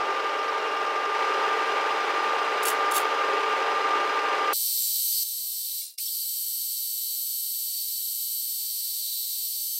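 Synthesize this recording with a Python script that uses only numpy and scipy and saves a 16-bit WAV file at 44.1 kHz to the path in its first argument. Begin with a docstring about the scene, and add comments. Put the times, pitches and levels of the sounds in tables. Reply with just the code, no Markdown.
"""A geared metal lathe turns a bar: gear teeth whine and rattle in the headstock, the work sings thinly.
At 1.1 s a twist drill bites and the clatter thickens; at 2.6 and 2.9 s cutting oil hisses on the work.
From 4.5 s time runs ten times faster and the lathe turns thin and shrill, with squeals now and then.
At 5.8 s the drive drops out with a clunk and the spindle coasts down; at 6 s it clunks back to speed.
Near 7.9 s the lower spindle tone swells as the feed eases, and one dull tick falls near the end."""
import sys
import numpy as np
from scipy import signal
from scipy.fft import rfft, irfft, next_fast_len
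from scipy.io import wavfile

SR = 44100
rng = np.random.default_rng(int(sys.argv[2]) if len(sys.argv) > 2 else 0)


def wav_record(signal):
    """Record a signal, one row per channel, as 16-bit PCM in the file named by sys.argv[1]."""
    frames = np.transpose(np.atleast_2d(signal))
    bounded = np.clip(frames, -1, 1)
    # unit amplitude maps onto the largest positive 16-bit level
    quanta = np.round(bounded * 32767).astype(np.int16)
    wavfile.write(sys.argv[1], SR, quanta)


N = 431738
TIME = np.arange(N) / SR

# Partials of the gear whine at natural pace: pitch_hz, relative_level_db
GEAR_PARTIALS = [(294.4, -25.5), (315.9, -20), (359.4, -24.5), (400.1, -24.5), (427.6, -18.5), (800, -8.5),
                 (900.1, -20), (1187.5, -13), (1200, 2), (1263.7, -18), (1358.2, -16), (1600, -9),
                 (1999, -16), (2263, -16.5), (2799, -16)]
# Slow swell and fade of the whine at natural pace: time_s, level_db
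WHINE_SWELL = [(0, -32.5), (0.6, -33), (0.85, -31.5), (1.1, -31), (1.6, -30.0), (1.95, -32), (2.25, -31.0),
               (2.55, -33), (2.87, -28.5), (3.05, -32), (3.4, -30.5), (3.7, -31), (3.9, -28.5),
               (4.1, -31.5), (4.5, -30)]
# Broad EQ of the headstock clatter at natural pace: frequency_hz, gain_db
CLATTER_EQ = [(30, -46), (120, -40.5), (200, -32.5), (270, -19.5), (340, -16), (400, -4.5), (670, -7),
              (900, 0.5), (1600, -3), (2600, -6.5), (4000, -14.5), (6500, -25), (9000, -33.5),
              (15600, -44.5)]
# Narrow peaks and notches that colour the clatter, from housing and room: centre_hz, width_hz, gain_db
CLATTER_RIPPLE = [(178, 15, 6.5), (223, 23, 4.5), (359.5, 13, 6.5), (400.5, 11, 6.5), (427, 17, 7.5),
                  (440.5, 8, -5.5), (467.5, 11, -2.5), (504.5, 11, 4.5), (513.5, 11, -5.5),
                  (536.5, 15, 8.5), (558.5, 13, -5.5), (581, 23, 7.5), (732, 17, 5.5), (760, 17, 4.5),
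                  (825, 15, 5.5), (863, 11, 3.5), (899, 15, 8.5), (945, 26, 2.5), (983, 15, -3.5),
                  (1015, 15, -4.5), (1110, 26, 2.5), (1184, 42, 5.5), (1243, 22, -4.5), (1267, 19, 9.5),
                  (1289, 17, -6.5), (1321, 17, 2.5), (1396, 17, 3.5), (1463, 17, 3.5), (1825, 110, 1.5),
                  (2355, 55, 2.5), (2801, 28, 6.5), (3190, 90, 2.5), (4100, 38, 3.5)]
# Thin singing of the turning work: pitch_hz, phase_waver_rad, free_level_db, drilling_level_db
WORK_TONES = [(4720, 2, -68, -67.5), (4960, 1.1, -57, -53), (5440, 2.1, -57.5, -63.5), (5873, 1, -62, -60)]
# Presses on the oil can: start_s, swell_s, peak_db
OIL_PRESSES = [(2.627, .06, -26), (2.909, .066, -27)]
# EQ of the oil hiss: frequency_hz, gain_db
SPRAY_EQ = [(1500, -33.5), (3000, -3), (5000, -9), (6200, -6.5), (7300, -2.5), (8800, -5.5), (9800, -1),
            (10800, -2.5), (13500, -5), (16000, -12)]
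# Motor speed at fast pace, heard in the main mesh, sagging whenever the drill is fed: time_s, pitch_hz
MESH_PITCH = [(4.55, 12005), (4.8, 12007), (5.05, 11992), (5.45, 11998), (5.78, 12011), (6.2, 11980),
              (6.55, 11978), (6.8, 11989), (6.9, 11981), (7.12, 11989), (7.25, 11969), (7.64, 11984),
              (7.8, 12011), (8.03, 11973), (8.48, 11980), (8.75, 12011), (9.55, 12010), (9.79, 11972)]
# Three steady stretches at fast pace, unloaded: start_s, whine_db, lower_tone_db, rumble_db, rattle_db
FAST_MIX = [(4.53, -33, -39.5, -35.5, -29.5), (5.232, -38, -45, -40.5, -35), (5.99, -37, -42.5, -40, -34)]
# Upper spindle tone at fast pace, one list before the halt and one after: time_s, level_db
UPPER_TONE_FADES = [
    [(4.56, -56.5), (5.15, -43.5), (5.45, -57), (5.478, -54), (5.8, -61)],
    [(6.02, -56), (6.14, -62), (6.89, -54), (9.44, -58), (9.78, -45.5)],
]
# Drill squeals and scrapes, plus (at 4530 Hz) the lower spindle tone swelling as the feed eases:
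# centre_s, half_length_s, pitch_hz, width_hz, peak_db
SQUEALS_AND_SWELL = [(4.838, .055, 7400, 250, -34), (5.17, 0.097, 4800, 420, -36.5),
                     (5.718, .01, 3800, 500, -43), (5.985, 0.0064, 5240, 486, -34),
                     (5.994, 0.018, 2630, 494, -48.5), (6.063, 0.011, 5440, 100, -33),
                     (6.09, .025, 5300, 120, -42), (6.08, 0.016, 3500, 400, -42),
                     (6.139, .035, 4820, 350, -41), (6.222, 0.024, 4760, 260, -40),
                     (7.17, 0.051, 12300, 200, -38.5), (7.881, .35, 4530, 40, -44.5),
                     (7.82, .2, 4000, 350, -50.5), (9.17, .5, 4000, 380, -43.5)]
# Knocks as the drive drops out and takes up again: start_s, level_db
DRIVE_KNOCKS = [(5.816, -33), (5.979, -41), (5.984, -32.5)]
# Ring of the chuck: pitch_hz, relative_level_db, t60_s
CHUCK_MODES = [(2240, -13, 0.041), (2790, -25, 0.46), (3500, -8, 0.053), (4220, -25, .1), (4830, -10, 0.35),
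               (8400, -22, 0.33), (8980, 1.5, 0.049), (13900, -6, .02)]

FAST_FROM_S, FAST_PACE, CUTOFF_HZ = 4.531, 10, 15800
MAIN_MESH_HZ, SPINDLE_HZ, LAYSHAFT_HZ = 1200, 10.52, 12.5   # at natural pace
LOWER_TONE_HZ, UPPER_TONE_HZ = 452.8, 632.2   # spindle tones at natural pace
MOTOR_OFF_S, MOTOR_ON_S = 5.82, 6.0


def from_db(db):
    """Decibels to gain."""
    return 10 ** (np.asarray(db) / 20)


def rms_one(x):
    """Scale to unit power."""
    return x / np.sqrt(np.mean(x ** 2) + 1e-20)


def ramp(start_s, length_s):
    """A straight fade from 0 to 1."""
    return np.clip((TIME - start_s) / length_s, 0, 1)


def automation(rows):
    """Breakpoints (time_s, value) as a curve, one value a sample."""
    return np.interp(TIME, *np.transpose(rows))


def eq_db(points, hz):
    """Read an EQ curve on a log-frequency axis."""
    f, db = np.transpose(points)
    return np.interp(np.log(hz + 1), np.log(f), db)


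def filtered(x, gain_at):
    """Pass a signal through a response given as a function of frequency."""
    size = next_fast_len(len(x), True)
    hz = np.arange(size // 2 + 1) * SR / size
    return irfft(rfft(x, size) * gain_at(hz), size)[:len(x)]


def drift(rate):
    """Smooth random modulation, changing about rate times a second; rms 1."""
    knots = rng.standard_normal(int(rate * N / SR) + 2)
    return rms_one(np.interp(TIME * rate, np.arange(len(knots)), knots))


def dull(clicks, top_hz=1500):
    """Soften clicks with a low-pass and make up their height."""
    low_pass = signal.butter(2, top_hz, fs=SR, output="sos")
    return signal.sosfilt(low_pass, clicks + 1e-18) * SR / (2 * top_hz)


def crackle(per_s=190, spread_db=3):
    """Dull clicks at random moments."""
    onsets = rng.random(N) < per_s / SR
    return dull(onsets * rng.choice([-1, 1], N) * from_db(spread_db * rng.standard_normal(N)))


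def work_singing(bite, throb_db=3.0, waver_rate=45):
    """The turning work sings high, thin tones that pulse twice a turn and rebalance as the drill bites."""
    angle = 2 * np.pi * TIME * SPINDLE_HZ
    throb = rms_one(from_db(throb_db * (np.sin(angle) + np.sin(2 * angle))))
    tones = np.zeros(N)
    for hz, waver, free_db, drilling_db in WORK_TONES:
        level = from_db(free_db + bite * (drilling_db - free_db))
        tones += level * np.sin(2 * np.pi * hz * TIME + waver * drift(waver_rate))
    return np.sqrt(2) * throb * tones


def drive_clunks(rise_s=.001):
    """Backlash closes with a soft knock and the chuck rings on."""
    out, t = np.zeros(N), TIME[:SR // 2]
    ring = sum(from_db(db - 60 * t / t60) * np.sin(2 * np.pi * hz * t) for hz, db, t60 in CHUCK_MODES)
    attack = 1 - np.exp(-(t / rise_s) ** 2)
    for start_s, db in DRIVE_KNOCKS:
        start = int(start_s * SR)
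        out[start:start + len(t)] += from_db(db) * ring * attack
    return out


def squeals_and_swell():
    """Wavering tones fade in and out: squeals of the rubbing drill, one swell of the lower spindle tone."""
    out = np.zeros(N)
    for centre_s, half_s, hz, width_hz, db in SQUEALS_AND_SWELL:
        start, size = int((centre_s - half_s) * SR), int(2 * half_s * SR)
        band = filtered(rng.standard_normal(size), lambda f: (1 + ((f - hz) / width_hz) ** 2 / 2) ** -2)
        tone = np.cos(np.angle(signal.hilbert(band)))   # flatten the level, keep the wandering pitch
        tone = filtered(tone, lambda f: np.exp(-((f - hz) / (2 * width_hz)) ** 2))   # keep it narrow
        out[start:start + size] += from_db(db) * np.hanning(size) * rms_one(tone)
    return out


def oil_spray(valve_s=.003, spit_s=.016, gap_s=.008, hold_s=.014, bounce_s=.0011):
    """Each press spits, catches on air, swells to a jet and dribbles; the hiss bounces off the chuck."""
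    rise_db_per_s, fall_db_per_s, dribble_db_per_s = 249.5, 420, 200
    level = np.zeros(N)
    for start_s, swell_s, db in OIL_PRESSES:
        early = np.maximum(start_s + swell_s - hold_s - TIME, 0)
        late = np.maximum(TIME - start_s - swell_s, 0)
        spit = from_db(-5.5) * (1 - ramp(start_s + spit_s, valve_s))
        jet = from_db(-rise_db_per_s * early - fall_db_per_s * late)
        jet *= ramp(start_s + spit_s + gap_s, valve_s)
        dribble = from_db(-20 - dribble_db_per_s * late)   # what is left in the tube
        level += from_db(db) * ramp(start_s, valve_s) * np.max([spit, jet, dribble], axis=0)
    noise = rng.standard_normal(N)
    sputter_db, droplet_db = 2 * drift(260), 2 * drift(2500)
    hiss = filtered(noise * from_db(sputter_db + droplet_db),
                    lambda f: from_db(eq_db(SPRAY_EQ, f)) * (1 + .5 * np.exp(-2j * np.pi * f * bounce_s)))
    return level * rms_one(hiss)


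def tooth_errors(turns, harmonics):
    """The flaws of a wheel: a random pattern that loops on every turn; rms 1."""
    pattern = irfft(np.r_[0, np.exp(2j * np.pi * rng.random(harmonics))], 4096)
    return rms_one(pattern)[(turns % 1 * len(pattern)).astype(int)]


def headstock_clatter(clock, pace, wear, throb_db, grit_db, ripple, grit_rate=250, split_hz=650):
    """Teeth rub and rattle in the headstock; returns the low rumble and the upper rattle, rms 1 each."""
    spindle, layshaft = clock * SPINDLE_HZ, clock * LAYSHAFT_HZ
    pressure = from_db(throb_db * tooth_errors(spindle, 6) + grit_db * drift(grit_rate * pace))
    blows = tooth_errors(spindle, 150) + tooth_errors(layshaft, 126)   # worn teeth, turn after turn
    blows *= np.sqrt(CUTOFF_HZ * pace / FAST_PACE / SR)
    force = pressure * rng.standard_normal(N) + wear * blows

    def colour(hz):
        """Broad EQ plus the narrow peaks and notches of housing and room."""
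        ripple_db = sum(db / (1 + (2 * (hz - f) / width) ** 2) for f, width, db in CLATTER_RIPPLE)
        return from_db(eq_db(CLATTER_EQ, hz) + ripple * ripple_db)

    clatter = filtered(force, lambda f: colour(f / pace))
    rumble = filtered(clatter, lambda f: 1 / (1 + (f / pace / split_hz) ** 16))
    return rms_one(rumble), rms_one(clatter - rumble)


def gear_whine(clock, pace, tones, runout, tooth_error, waver, twist, waver_rate):
    """Meshing teeth sing; an off-centre wheel swells them once a turn and tooth errors add sidebands."""
    spindle, layshaft = clock * SPINDLE_HZ, clock * LAYSHAFT_HZ
    swell = 1 + runout * np.sin(2 * np.pi * layshaft)
    out = np.zeros(N)
    for hz, db in tones:
        if hz * pace < CUTOFF_HZ:
            flaws = tooth_errors(spindle, 3) + tooth_errors(layshaft, 5)
            force = swell + tooth_error * flaws + waver * drift(waver_rate * pace)
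            slip = twist * hz / MAIN_MESH_HZ * drift(waver_rate * pace)   # shaft twist blurs the highs
            out += from_db(db) * force * np.sin(2 * np.pi * hz * clock + slip)
    return np.sqrt(2) * out


def natural_lathe():
    """The lathe at its own pace; as the drill bites, the clatter steps up and the upper tone ducks."""
    bite = ramp(start_s=1.117, length_s=.0434)
    rumble, rattle = headstock_clatter(TIME, 1, wear=.6, throb_db=-.7, grit_db=.5, ripple=.97)
    headstock = from_db(-37 + 1.94 * bite) * rumble + from_db(-31 + 2.5 * bite) * rattle
    whine_db = automation(WHINE_SWELL) - 1.56
    tones = [(hz, db + whine_db) for hz, db in GEAR_PARTIALS]
    tones += [(LOWER_TONE_HZ, -41), (UPPER_TONE_HZ, -46 - 6 * bite)]
    gears = gear_whine(TIME, .99, tones, runout=.22, tooth_error=.1, waver=.1, twist=.18, waver_rate=28)
    return gears + headstock + work_singing(bite)


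def spindle_speed(coast_s=.145, creep=.02, kick_s=5.976, kick_rise_s=.009):
    """Share of full speed: friction brakes the undriven spindle until the restart jerks it back."""
    coasting = creep + (1 - creep) * (1 - ramp(MOTOR_OFF_S, coast_s)) ** 1.15
    return coasting + (1 - coasting) * ramp(kick_s, kick_rise_s)


def fast_faders(step_s=.005):
    """Four levels in dB that hold through each stretch and then step to the next."""
    levels = np.array(FAST_MIX[0][1:])[:, None]
    for start_s, *db in FAST_MIX[1:]:
        levels = levels + ramp(start_s, step_s) * (np.array(db)[:, None] - levels)
    return levels


def fast_lathe(free_mesh_hz=12011, full_sag_hz=38, grip_s=.006, tick_s=9.645):
    """The lathe in fast time: load bends the whine down; undriven, it cuts and the clatter runs down."""
    mesh_hz = automation(MESH_PITCH)
    load = np.clip((free_mesh_hz - mesh_hz) / full_sag_hz, 0, 1)
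    whine_db, lower_db, rumble_db, rattle_db = fast_faders()
    upper_db = automation(np.vstack(UPPER_TONE_FADES))
    speed = spindle_speed()
    drive = 1 - ramp(MOTOR_OFF_S - grip_s, grip_s) + ramp(MOTOR_ON_S, grip_s)
    clock = np.cumsum(speed * mesh_hz / MAIN_MESH_HZ) / SR   # about ten machine seconds a second
    tones = [(hz, db + whine_db + 1.5 * load) for hz, db in GEAR_PARTIALS]
    tones += [(LOWER_TONE_HZ, lower_db - 1.5 * load), (UPPER_TONE_HZ, upper_db)]
    gears = gear_whine(clock, FAST_PACE, tones,
                       runout=.12, tooth_error=.07, waver=.13, twist=.29, waver_rate=14)
    rumble, rattle = headstock_clatter(clock, FAST_PACE, wear=.76, throb_db=2, grit_db=1, ripple=.89)
    headstock = from_db(rumble_db - 1.65 * load) * rumble + from_db(rattle_db) * rattle
    clicks = from_db(rattle_db - 36) * crackle()
    tick = from_db(-55) * dull(np.arange(N) == int(tick_s * SR))
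    return drive * (gears + clicks) + speed ** 1.1 * headstock + tick


def scene():
    """Natural time snaps into fast time; everything sits dead centre."""
    crossfade = ramp(FAST_FROM_S - .002, .004)
    natural = natural_lathe() + oil_spray()
    fast = fast_lathe() + squeals_and_swell() + drive_clunks()
    mono = (1 - crossfade) * natural + crossfade * fast
    return np.array([mono, mono])


def record(dry):
    """A steep low-pass takes off the very top."""
    return signal.sosfilt(signal.ellip(12, .1, 90, CUTOFF_HZ, fs=SR, output="sos"), dry)


dry = scene()
out = record(dry)
wav_record(out)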